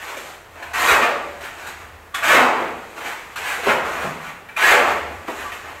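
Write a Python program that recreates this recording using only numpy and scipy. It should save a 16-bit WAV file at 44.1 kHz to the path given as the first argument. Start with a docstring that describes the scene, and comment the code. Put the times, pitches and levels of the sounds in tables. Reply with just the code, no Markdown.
"""A steel shovel turns a heap of wet concrete on the floor of a bare, echoing room, caught in mono.
The blade is set down with a knock and driven over the slab: gravel grinds and sand hisses as shaped random
clicks, the wet mass shifts ahead as duller clumps, and the steel rings in its modes. Short dull bursts of
resonant noise plop or thicken the scrape; the edge squeals briefly. The microphone hears all this direct and
off the walls, over faint outdoor noise and a low drone. A limiter holds down the loudest strokes."""
import sys
import numpy as np
from scipy import signal
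from scipy.fft import rfft, irfft
from scipy.io import wavfile
from scipy.ndimage import uniform_filter1d, minimum_filter1d

SR = 44100
rng = np.random.default_rng(int(sys.argv[2]) if len(sys.argv) > 2 else 0)


def pcm_store(signal):
    """Save signal as 16-bit PCM."""
    levels = np.round(np.clip(np.atleast_2d(signal), -1, 1) * 32767)
    wavfile.write(sys.argv[1], SR, levels.astype(np.int16).T)


N = 255780
TIME = np.arange(N) / SR

# all levels are those of the sources, before the mix at the microphone
# spectrum of gravel under the bare blade: f/Hz, relative level/dB per Hz
GRAVEL_SPECTRUM = [(300, -34), (480, -27), (700, -4.5), (900, -2.5), (1180, 0.5), (1650, 2), (2050, -0.5),
                   (2600, -2), (3400, -13.5), (4800, -31.5), (9000, -31)]
# spectrum of sand along the blade: f/Hz, relative level/dB per Hz
SAND_SPECTRUM = [(1500, -7), (3000, 2.5), (4200, 0), (5200, -5), (6800, -0.5), (8300, -3), (10100, -12),
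                 (12400, -5), (14000, -13), (15600, -37)]
# the blade is driven into the heap: start t/s, push up to the crest/s, swell over the push/dB,
# then at each layer's crest: gravel level/dB, wet mass level/dB, sand level/dB
HEAP_SCOOPS = [(0.736, 0.17, 10, -9.5, -17, -22.5), (2.224, 0.1, 9, -4.5, -13.5, -20),
               (3.609, 0.077, 14, -12.5, -22.5, -31.5), (4.564, 0.14, 12.5, -5.5, -19, -21)]


def from_db(db):
    """Decibels to gain."""
    return 10 ** (np.asarray(db) / 20)


def rms_one(x):
    """Scale to rms 1."""
    return x / np.sqrt(np.mean(x ** 2) + 1e-20)


def at_hz(points, hz):
    """Read a table on a log-frequency axis."""
    f, value = np.transpose(points)
    return np.interp(np.log(np.maximum(hz, 1)), np.log(f), value)


def coloured(x, spectrum):
    """Filter a signal by a spectrum; rms 1."""
    hz = np.fft.rfftfreq(len(x), 1 / SR)
    return rms_one(irfft(rfft(x) * from_db(at_hz(spectrum, hz)), len(x)))


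def drift(rate):
    """Random wander through `rate` points a second, joined by straight lines; rms 1."""
    points = rng.standard_normal(4096)
    return rms_one(np.interp(TIME * rate, np.arange(len(points)), points))


def grains(per_s, spread_db, size=N):
    """Random clicks of either sign, mostly small and a few large; rms 1."""
    sizes = from_db(spread_db * np.minimum(rng.exponential(1, size), 4))
    struck = rng.random(size) < per_s / SR
    return rms_one(struck * sizes * rng.choice([-1, 1], size))


def resonate(x, hz, width_hz):
    """One resonance with gain 1 on top."""
    r = np.exp(-np.pi * width_hz / SR)
    feed = np.array([1, 0, -1]) * (1 - r * r) / 2
    return signal.lfilter(feed, [1, -2 * r * np.cos(2 * np.pi * hz / SR), r * r], x + 1e-18)


def burst(t60, rise):
    """A quarter second of envelope that jumps up and dies away."""
    age = TIME[:SR // 4]
    return (1 - np.exp(-age / rise)) * from_db(-60 * age / t60)


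def add(out, start, sound):
    """Mix a short sound in at its time."""
    at = max(round(start * SR), 0)
    out[at:at + len(sound)] += sound[:max(N - at, 0)]


def drags():
    """Gains of gravel, wet mass and sand under light strokes over slab and heap: rise, hold, release."""
    # light strokes: start t/s, rise/s, hold/s, gravel level/dB, wet mass level/dB, sand level/dB
    strokes = [(-0.05, 0.018, 0.17, -33.5, -39, -42), (0.154, 0.018, 0.11, -44, -41, -44),
               (0.543, .01, 0.23, -45.5, -42, -69), (0.998, 0.024, 0.016, -16, -20, -37),
               (1.405, 0.018, 0.032, -31, -37, -41.5), (1.528, 0.077, 0.097, -36.5, -42, -45),
               (1.78, .03, 0.023, -38.5, -45, -52), (2.15, .01, .06, -26, -37, -42),
               (2.512, 0.043, 0.07, -27.5, -32.5, -52), (2.952, 0.015, 0.075, -35.5, -36.5, -43),
               (3.027, 0.034, 0.018, -26.5, -31, -35.5), (3.357, 0.011, 0.02, -25.5, -36, -34.5),
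               (3.403, 0.055, 0.068, -24.5, -38, -33.5), (3.527, 0.067, 0.088, -45, -30, -41),
               (3.807, 0.068, 0.09, -28.5, -35, -40), (3.952, 0.061, 0.045, -26.5, -27, -38.5),
               (4.166, 0.078, 0.025, -32.5, -52, -45), (4.782, 0.045, 0.09, -23, -22, -38.5),
               (5.259, 0.025, 0.086, -34.5, -39.5, -44.5), (5.354, 0.048, 0.05, -32, -41, -41),
               (5.51, 0.022, 0.019, -37.5, -63, -43.5), (5.628, 0.033, 0.033, -41, -36, -53)]
    release_db_per_s = 183
    power = np.zeros((3, N))
    for s, rise, hold, *levels_db in strokes:
        age = TIME[:SR] + max(-s, 0)   # a stroke may already be under way
        release = from_db(-release_db_per_s * np.maximum(age - rise - hold, 0))
        shape = np.minimum(age / rise, 1) * release
        for layer, db in zip(power, levels_db):
            add(layer, s, (from_db(db) * shape) ** 2)
    return np.sqrt(power)


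def crumbling():
    """Gains of gravel, wet mass and sand that keep trickling, less so while the blade is in the air."""
    # the heap between strokes: gravel level/dB, wet mass level/dB, sand level/dB
    trickle_db = (-43.5, -53, -51.5)
    # the blade swings back through the air: middle t/s, half width/s
    swings = [(0.452, 0.074), (2.0, 0.2), (4.43, 0.11)]
    swing_drop_db = 20
    in_air = sum(np.exp(-((TIME - s) / width) ** 2) for s, width in swings)
    return from_db(trickle_db)[:, None] * from_db(-swing_drop_db * in_air)


def scrape(grind_db, sand_db, depth):
    """The edge catches and slips on stones, more dully as it digs in; sand hisses in the same jerks."""
    # spectrum of gravel under the buried blade: f/Hz, relative level/dB per Hz
    buried_spectrum = [(300, -40), (480, -2.5), (700, -7), (900, -12), (1150, 0.5), (1650, -1), (2050, -5),
                       (2600, -8.5), (3400, -18), (4800, -26.5), (9000, -39)]
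    jerks = drift(rate=70)
    stones = grains(per_s=1300, spread_db=2.0)
    sand = grains(per_s=5000, spread_db=2.0)
    gravel = (1 - depth) * coloured(stones, GRAVEL_SPECTRUM) + depth * coloured(stones, buried_spectrum)
    crunch = from_db(grind_db + 1.52 * jerks) * gravel
    hiss = from_db(sand_db + 0.72 * jerks) * coloured(sand, SAND_SPECTRUM)
    return crunch + hiss


def wet_mass(mass_db):
    """Stones bedded in wet mortar bump each other dully, in clumps."""
    # spectrum of the shifting mass: f/Hz, relative level/dB per Hz
    mass_spectrum = [(70, -50), (150, -20), (240, -10), (350, -4), (480, 2.5), (580, -3), (730, 3),
                     (1000, 1.5), (1400, -5.5), (3000, -56)]
    bumps = coloured(grains(per_s=900, spread_db=1.5), mass_spectrum)
    return from_db(mass_db + 2.0 * drift(rate=41)) * bumps


def blade(push):
    """The steel rings in its modes, damped by the concrete on it; white noise passes at equal power."""
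    # modes of the blade: f/Hz, relative level/dB (before the division by sqrt(t60)), t60/s
    blade_modes = [(456, 8.5, 0.54), (576, 27.5, 0.66), (713, 17, 0.73), (920, -21, 0.42),
                   (1167, 21.5, 0.84), (1360, -19, 0.66), (1396, 6, 0.87), (1560, -9, 0.15),
                   (1790, 7.5, 0.24), (1840, 20, 0.77), (2265, 14, 0.8), (2500, -16, 0.34),
                   (2350, 5, 0.067), (3000, -3, 0.5), (3500, 3.5, .12), (3930, -5, 0.12)]
    age = TIME[:SR // 3]
    ring = np.zeros(len(age))
    for k, (hz, db, t60) in enumerate(blade_modes):
        decay = from_db(db - 60 * age / t60) / np.sqrt(t60)
        ring += decay * np.sin(2 * np.pi * hz * age) * (-1) ** k   # neighbours swing in opposite sense
    return signal.fftconvolve(push, ring / np.sqrt(np.sum(ring ** 2)))[:N]


def echoes(early_db, tail_db, early_t60):
    """Quick echoes from floor and near walls, then a tail whose length depends on frequency."""
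    # decay of the bare room: f/Hz, t60/s
    room_decay = [(100, 2.2), (400, 1.06), (1200, 0.72), (2500, 0.84), (5000, 0.78), (8000, 0.59),
                  (13000, 0.4)]
    age = TIME[:SR * 4 // 3]
    hz = np.fft.rfftfreq(len(age), 1 / SR)
    edges = np.geomspace(60, 16000, 11)   # ten bands of tail
    early = rng.standard_normal(len(age)) * from_db(-60 * age / early_t60)
    response = from_db(early_db) * early / np.sqrt(np.sum(early ** 2))
    noise = rfft(rng.standard_normal(len(age)))
    for low, high in zip(edges, edges[1:]):
        band = (hz >= low) & (hz < high)
        fall = from_db(-60 * age / at_hz(room_decay, np.sqrt(low * high)))
        tail = irfft(noise * band, len(age)) * (1 - np.exp(-age / 0.0036)) * fall
        # each band carries energy in proportion to its width
        response += from_db(tail_db) * tail * np.sqrt(band.mean() / np.sum(tail ** 2))
    return response


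def room(x, count=7):
    """As the blade travels it passes from one echo pattern to another; the standing waves stay."""
    # standing waves between the walls: f/Hz, width/Hz, level/dB
    standing_waves = [(156, 2.1, 10.5), (249.4, 9.5, 2), (338.4, 2.5, 8)]
    shares = np.array([drift(rate=30) for _ in range(count)])
    shares /= np.sqrt(np.sum(shares ** 2, axis=0))
    wet = np.zeros(N)
    for share in shares:
        pattern = echoes(early_db=-5.0, tail_db=-4.0, early_t60=0.16)
        wet += signal.fftconvolve(x * share, pattern)[:N]
    return wet + sum(from_db(db) * resonate(x, hz, width) for hz, width, db in standing_waves)


def ambience():
    """Faint outdoor noise with a low, wavering drone that swells and fades."""
    # spectrum of the outdoor noise: f/Hz, relative level/dB per Hz
    outdoor_spectrum = [(22, -14), (35, -8), (48, 3), (62, -22), (83, -16), (110, -5), (200, -11),
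                        (450, -6), (900, -5.5), (1800, -8.5), (4800, -26.5), (7800, -25.5), (10000, -30.5),
                        (12500, -26.5), (15500, -32)]
    # swells of the drone: peak t/s, half width/s, level/dB
    drone_swells = [(0.75, 0.11, -49), (1.9, 0.48, -51), (4.0, .2, -51), (5.09, 0.21, -43), (5.6, .3, -56)]
    outdoor_db, drone_hz, drone_db = -45, 79.4, -57.5
    turn = 2 * np.pi * drone_hz * TIME
    drone = drift(rate=26) * np.sin(turn) + drift(rate=21) * np.cos(turn)
    swells = sum(from_db(db) * np.exp(-((TIME - s) / width) ** 2) for s, width, db in drone_swells)
    outdoors = from_db(outdoor_db) * coloured(rng.standard_normal(N), outdoor_spectrum)
    return outdoors + (from_db(drone_db) + swells) * drone


def dull_bursts():
    """Short noise bursts, each through two resonances at one pitch, plop or thicken the scrape."""
    # short dull noise bursts at one pitch: t/s, level/dB, f/Hz, t60/s
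    pitched_bursts = [(0.166, -23.5, 480, 0.074), (0.634, -27, 760, 0.079), (0.841, -28, 274, 0.093),
                      (0.966, -12, 676, 0.12), (2.247, -28, 334, 0.088), (2.365, -7.5, 734, 0.11),
                      (2.405, -12, 344, 0.12), (2.602, -24.5, 337, 0.36), (3.667, -5, 440, 0.055),
                      (3.673, -25.5, 124, 0.12), (4.024, -29.5, 166, 0.34), (4.622, -27, 323, 0.18),
                      (5.281, -13, 390, 0.056), (5.643, -28.5, 760, 0.099)]
    # a short low thump at the crest of each scoop
    thump_db, thump_hz, thump_t60_s = -24, 55, 0.042
    thumps = [(s + push, thump_db, thump_hz, thump_t60_s) for s, push, *_ in HEAP_SCOOPS]
    out = np.zeros(N)
    for s, db, hz, t60 in pitched_bursts + thumps:
        fall = burst(t60, rise=0.0029)
        noise = fall * rng.standard_normal(len(fall))
        dull = resonate(resonate(noise, hz, hz), hz, 2 * hz)
        # filtering leaves the burst as strong as its envelope
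        add(out, s, from_db(db) * rms_one(dull) * np.sqrt(np.mean(fall ** 2)))
    return out


def knocks():
    """The edge lands and crushes stones and grit for a moment."""
    # blade meets the floor or a stone: t/s, crunch level/dB, gritty crack level/dB
    landings = [(0.167, -27, -27), (0.623, -23, -36), (0.733, -16, -24.5), (1.406, -29, -35),
                (1.667, -43, -26), (2.143, -17, -19.5), (3.357, -20.5, -28), (4.485, -26, -46),
                (4.564, -17, -27), (5.277, -20.5, -44), (5.517, -19, -39)]
    out, fall = np.zeros(N), burst(t60=.07, rise=.004)
    for s, crunch_db, crack_db in landings:
        crush = rng.standard_normal(len(fall))
        crunch = from_db(crunch_db) * coloured(crush, GRAVEL_SPECTRUM)
        crack = from_db(crack_db) * coloured(crush, SAND_SPECTRUM)
        add(out, s, fall * (crunch + crack))
    return out


def squeals():
    """The steel edge skids: stick and slip locks onto one pitch for a few cycles, unsteadily."""
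    # skids of the edge: peak t/s, level/dB, f/Hz, half width/s
    skids = [(0.629, -26, 1756, 0.0048), (2.147, -23, 1154, 0.0064), (2.15, -22, 3440, 0.0063),
             (2.159, -18.5, 1650, 0.0042), (2.243, -26, 7560, 0.0028), (4.496, -30.5, 2390, 0.0061),
             (4.571, -14.5, 2390, 0.0064), (4.651, -9, 1690, 0.016), (5.46, -26, 1160, 0.016)]
    out, from_peak = np.zeros(N), TIME[:SR // 10] - 1 / 20
    for s, db, hz, width in skids:
        waver = rms_one(uniform_filter1d(rng.standard_normal(len(from_peak)), size=60))
        tone = np.sqrt(2) * np.sin(2 * np.pi * hz * np.cumsum(1 + 0.036 * waver) / SR)
        add(out, s + from_peak[0], from_db(db) * np.exp(-(from_peak / width) ** 2) * tone)
    return out


def swell(start, push, swell_db, surge, stall_db_per_s):
    """Gain of a hard push: it bites, grows to about 1 at the crest and stalls."""
    attack_s = .009
    age = np.maximum(TIME - start, 0)
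    # surge 1 = even growth in dB; higher = a late surge
    growth_db = swell_db * (np.minimum(age / push, 1) ** surge - 1)
    stall_db = stall_db_per_s * np.maximum(age - push, 0)
    return (1 - np.exp(-age / attack_s)) * from_db(growth_db - stall_db)


def scoops():
    """Gains of gravel, wet mass and sand in hard pushes; past the crest each dies at its own pace."""
    # the wet mass gathers ahead of the blade and peaks later
    mass_lag_s, mass_swell_db = 0.057, 22
    gains = np.zeros((3, N))
    for s, push, swell_db, gravel_db, mass_db, sand_db in HEAP_SCOOPS:
        gravel = swell(s, push, swell_db, surge=1.96, stall_db_per_s=177)
        mass = swell(s, push + mass_lag_s, mass_swell_db, surge=0.59, stall_db_per_s=78)
        sand = swell(s, push, swell_db, surge=0.9, stall_db_per_s=217)
        gains += [from_db(gravel_db) * gravel, from_db(mass_db) * mass, from_db(sand_db) * sand]
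    return gains


def blade_depth():
    """0 bare .. 1 buried: the blade sinks in around the crest of each scoop and is lifted out again."""
    skim_depth = 0.15   # while the blade skims the slab
    bury_lead_s, bury_s, lift_after_s, lift_s = 0.054, 0.12, 0.2, 0.22
    buried = np.zeros(N)
    for s, push, *_ in HEAP_SCOOPS:
        from_crest = TIME - s - push
        sinking = np.clip((from_crest + bury_lead_s) / bury_s, 0, 1)
        lifting = np.clip(1 - (from_crest - lift_after_s) / lift_s, 0, 1)
        buried += sinking * lifting
    return np.clip(skim_depth + (1 - skim_depth) * buried, 0, 1)


def scene():
    """Scrapes, knocks and shifting mass ring the blade; the microphone hears it direct and off the walls."""
    power = scoops() ** 2 + drags() ** 2 + crumbling() ** 2
    grind_db, mass_db, sand_db = 10 * np.log10(power)
    contact = scrape(grind_db, sand_db, blade_depth()) + knocks() + wet_mass(mass_db)
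    shovel = contact + from_db(-24.5) * blade(contact) + dull_bursts()
    skids = squeals()
    direct = from_db(-5.5) * (shovel + skids)
    # the flat blade beams its squeals, so less of them reaches the walls
    reflected = room(shovel + from_db(-4.5) * skids)
    return (direct + reflected + ambience())[None]


def record(dry):
    """A fast limiter holds the peaks down; the top is cut."""
    ceiling, cutoff_hz = .7, 15750
    hold = np.ones(64) / 64   # samples over which the gain is smoothed
    needed = np.minimum(1, ceiling / (np.abs(dry[0]) + 1e-9))
    gain = minimum_filter1d(needed, size=len(hold))
    limited = dry * np.convolve(gain, hold, "same")
    return signal.sosfilt(signal.ellip(12, .2, 90, cutoff_hz, fs=SR, output="sos"), limited)


dry = scene()
out = record(dry)
pcm_store(out)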